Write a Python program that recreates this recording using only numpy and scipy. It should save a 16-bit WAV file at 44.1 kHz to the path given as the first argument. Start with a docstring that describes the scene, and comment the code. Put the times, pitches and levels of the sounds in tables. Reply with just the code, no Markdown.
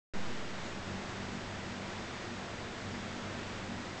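"""An abrupt switch-on with a soft thump, then a quiet room at night, heard through a small camera.
Moving air and the preamplifier lay down an even hiss over the wavering hum of a motor.
The camera's electronics add thin high tones, and two very faint high rustles pass early on.
The thump is an offset at the input that builds quickly and drains away."""
import sys
import numpy as np
from scipy import signal
from scipy.fft import rfft, irfft
from scipy.io import wavfile
from scipy.ndimage import uniform_filter1d

SR = 44100
rng = np.random.default_rng(int(sys.argv[2]) if len(sys.argv) > 2 else 0)


def master(y):
    """Save y as 16-bit WAV."""
    cut = np.clip(np.atleast_2d(y).T, -1, 1)
    pcm = np.round(cut * 32767)  # scale
    wavfile.write(sys.argv[1], SR, pcm.astype(np.int16))


N = 176400

# tone colour of the room and preamplifier hiss: f/Hz, relative level/dB
HISS_COLOUR = [(20, -2), (60, -1), (85, -4), (105, -1), (145, 0), (170, -1.5), (215, 3.5), (265, -2.5),
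               (345, 0), (460, -3.5), (620, -3), (1100, -6.5), (1850, -7), (2750, -12), (3500, -13.5),
               (5500, -18.5), (7300, -22), (7650, -26.5), (8000, -37), (8450, -37.5), (8900, -53)]
# broad resonances in the hiss: f/Hz, width/Hz, boost/dB
HISS_RESONANCES = [(342, 27, 2), (1350, 56, 1.5), (3520, 250, 1.0)]
# motor partials before wavering: multiple of the turning rate, level/dB, relative depth of shake
MOTOR_PARTIALS = [(2, -54.5, 0.22), (3, -63, 0.4), (4, -52.5, 0.34), (5, -60, .5), (6, -64.5, 0.9)]
# contour of the lowest motor partial, which waver() centres and deepens: t/s, level/dB
LOW_HUM_CONTOUR = [(0.2, -65.5), (0.24, -50), (0.37, -58), (0.93, -47), (1.02, -58.5), (1.08, -51.5),
                   (2.57, -55), (2.6, -46.5), (2.76, -60.5), (2.85, -44), (3.07, -53.5), (3.1, -47),
                   (3.19, -62.5), (3.23, -49), (3.88, -50), (4.0, -56)]
# the same kind of contour for the upper partials and the room drone: t/s, level/dB
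UPPER_HUM_CONTOUR = [(0.2, -49), (0.86, -51), (0.95, -45), (1.15, -49.5), (1.38, -42.5), (1.42, -50),
                     (1.54, -46), (1.96, -51.5), (2.02, -46.5), (2.09, -52.5), (2.16, -46.5), (2.19, -59),
                     (2.4, -45.5), (2.74, -54), (2.87, -44.5), (3.67, -52), (3.7, -44), (4.0, -50.5)]
# whine of the electronics: multiple of the clock rate, level/dB
CLOCK_HARMONICS = [(1, -64.5), (2, -69), (5, -71), (6, -77.5), (7, -73), (8, -76)]
# faint high rustles: centre t/s, half-length/s, peak level/dB
RUSTLE_SWELLS = [(.675, .05, -61), (1.095, .015, -63)]


def hiss(level_db=-44.6, flicker_db=0.37):
    """The bed: moving air and preamplifier noise, nearly even in level and duller towards the top."""
    f = np.fft.rfftfreq(N, 1 / SR)
    hz, db = np.array(HISS_COLOUR).T
    colour_db = np.interp(np.log(f + 1), np.log(hz), db)
    resonance_db = sum(boost * bell(centre, width) for centre, width, boost in HISS_RESONANCES)
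    gain = undb(colour_db + resonance_db)
    gain /= np.sqrt(np.mean(gain ** 2 * (f > 450)))  # level_db sets the part above 450 Hz
    return shaped(gain) * undb(level_db + flicker_db * walk(rate_hz=4))


def motor(t, turning_hz=48.3, drift=0.00611):
    """A fan or fridge hums with unsteady partials, beside a narrow room resonance and mains hum."""
    speed_hz = turning_hz * (1 + drift * walk(rate_hz=1.48))
    partials = []
    for multiple, db, shake in MOTOR_PARTIALS:
        partial = undb(db) * tone(round(multiple) * speed_hz)
        partials.append(partial * (1 + shake * walk(rate_hz=4)) / np.hypot(1, shake))
    low, *upper = partials
    room_drone = undb(-57.5) * band(hz=237, width_hz=7)
    mains = undb(-61) * tone(hz=120.6)
    return low * waver(t, LOW_HUM_CONTOUR) + (sum(upper) + room_drone) * waver(t, UPPER_HUM_CONTOUR) + mains


def electronics(clock_hz=962, scan_hz=7867, picture_hz=29.97, converter_hz=16000):
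    """Clock whine and a scan tone that flips at each picture; the converter mirrors the highest tones."""
    whine = sum(undb(db) * tone(round(multiple) * clock_hz) for multiple, db in CLOCK_HARMONICS)
    top_harmonic_hz = round(CLOCK_HARMONICS[-1][0]) * clock_hz
    mirrored_whine = undb(-86) * tone(converter_hz - top_harmonic_hz)
    polarity = np.sign(np.sin(np.pi * picture_hz * np.arange(N) / SR))
    polarity = uniform_filter1d(polarity, size=220)  # soften each flip over 5 ms
    scan = undb(-73.5) * tone(scan_hz)
    mirrored_scan = undb(-76) * tone(converter_hz - scan_hz)
    return whine + mirrored_whine + polarity * (scan + mirrored_scan)


def rustles(t):
    """Brief soft swells of high noise, tucked under the hiss."""
    swells = sum(undb(db) * np.exp(-((t - at) / half_s) ** 2) for at, half_s, db in RUSTLE_SWELLS)
    return band(hz=6870, width_hz=1200) * swells


def waver(t, contour, depth=1.12):
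    """A fader ride: the contour's swings about its mean in dB, scaled by depth, as a gain."""
    db = np.interp(t, *np.array(contour).T)
    return undb(depth * (db - db.mean()))


def undb(db):
    """Decibels to gain."""
    return 10 ** (np.asarray(db) / 20)


def shaped(gain):
    """White noise coloured by a gain for each frequency."""
    return irfft(rfft(rng.standard_normal(N)) * gain, N)


def bell(hz, width_hz):
    """A bell curve over frequency."""
    return np.exp(-2 * ((np.fft.rfftfreq(N, 1 / SR) - hz) / width_hz) ** 2)


def band(hz, width_hz):
    """A band of noise with rms 1."""
    noise = shaped(bell(hz, width_hz))
    return noise / np.std(noise)


def walk(rate_hz):
    """Slow random modulation with spread 1."""
    return band(0, 2 * rate_hz)


def tone(hz):
    """A sine of rms 1 on a steady or moving pitch."""
    return np.sqrt(2) * np.sin(2 * np.pi * (np.cumsum(hz * np.ones(N)) / SR + rng.random()))


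def scene():
    """Hiss, hum, whine and rustles in a mono mix."""
    t = np.arange(N) / SR
    return (hiss() + motor(t) + electronics() + rustles(t))[None]


def record(dry):
    """The input switches on with an offset that builds and drains; a steep high cut takes off the top."""
    on_s, rise_s, drain_s, cutoff_hz = .1361, .012, .27, 8904
    since_on = np.maximum(np.arange(N) / SR - on_s, 0)
    offset = 0.034 * (1 - np.exp(-since_on / rise_s)) * np.exp(-since_on / drain_s)
    live = (dry + offset) * (since_on > 0)
    high_cut = signal.ellip(12, .1, 80, cutoff_hz, fs=SR, output="sos")
    return signal.sosfilt(high_cut, live)


dry = scene()
out = record(dry)
master(out)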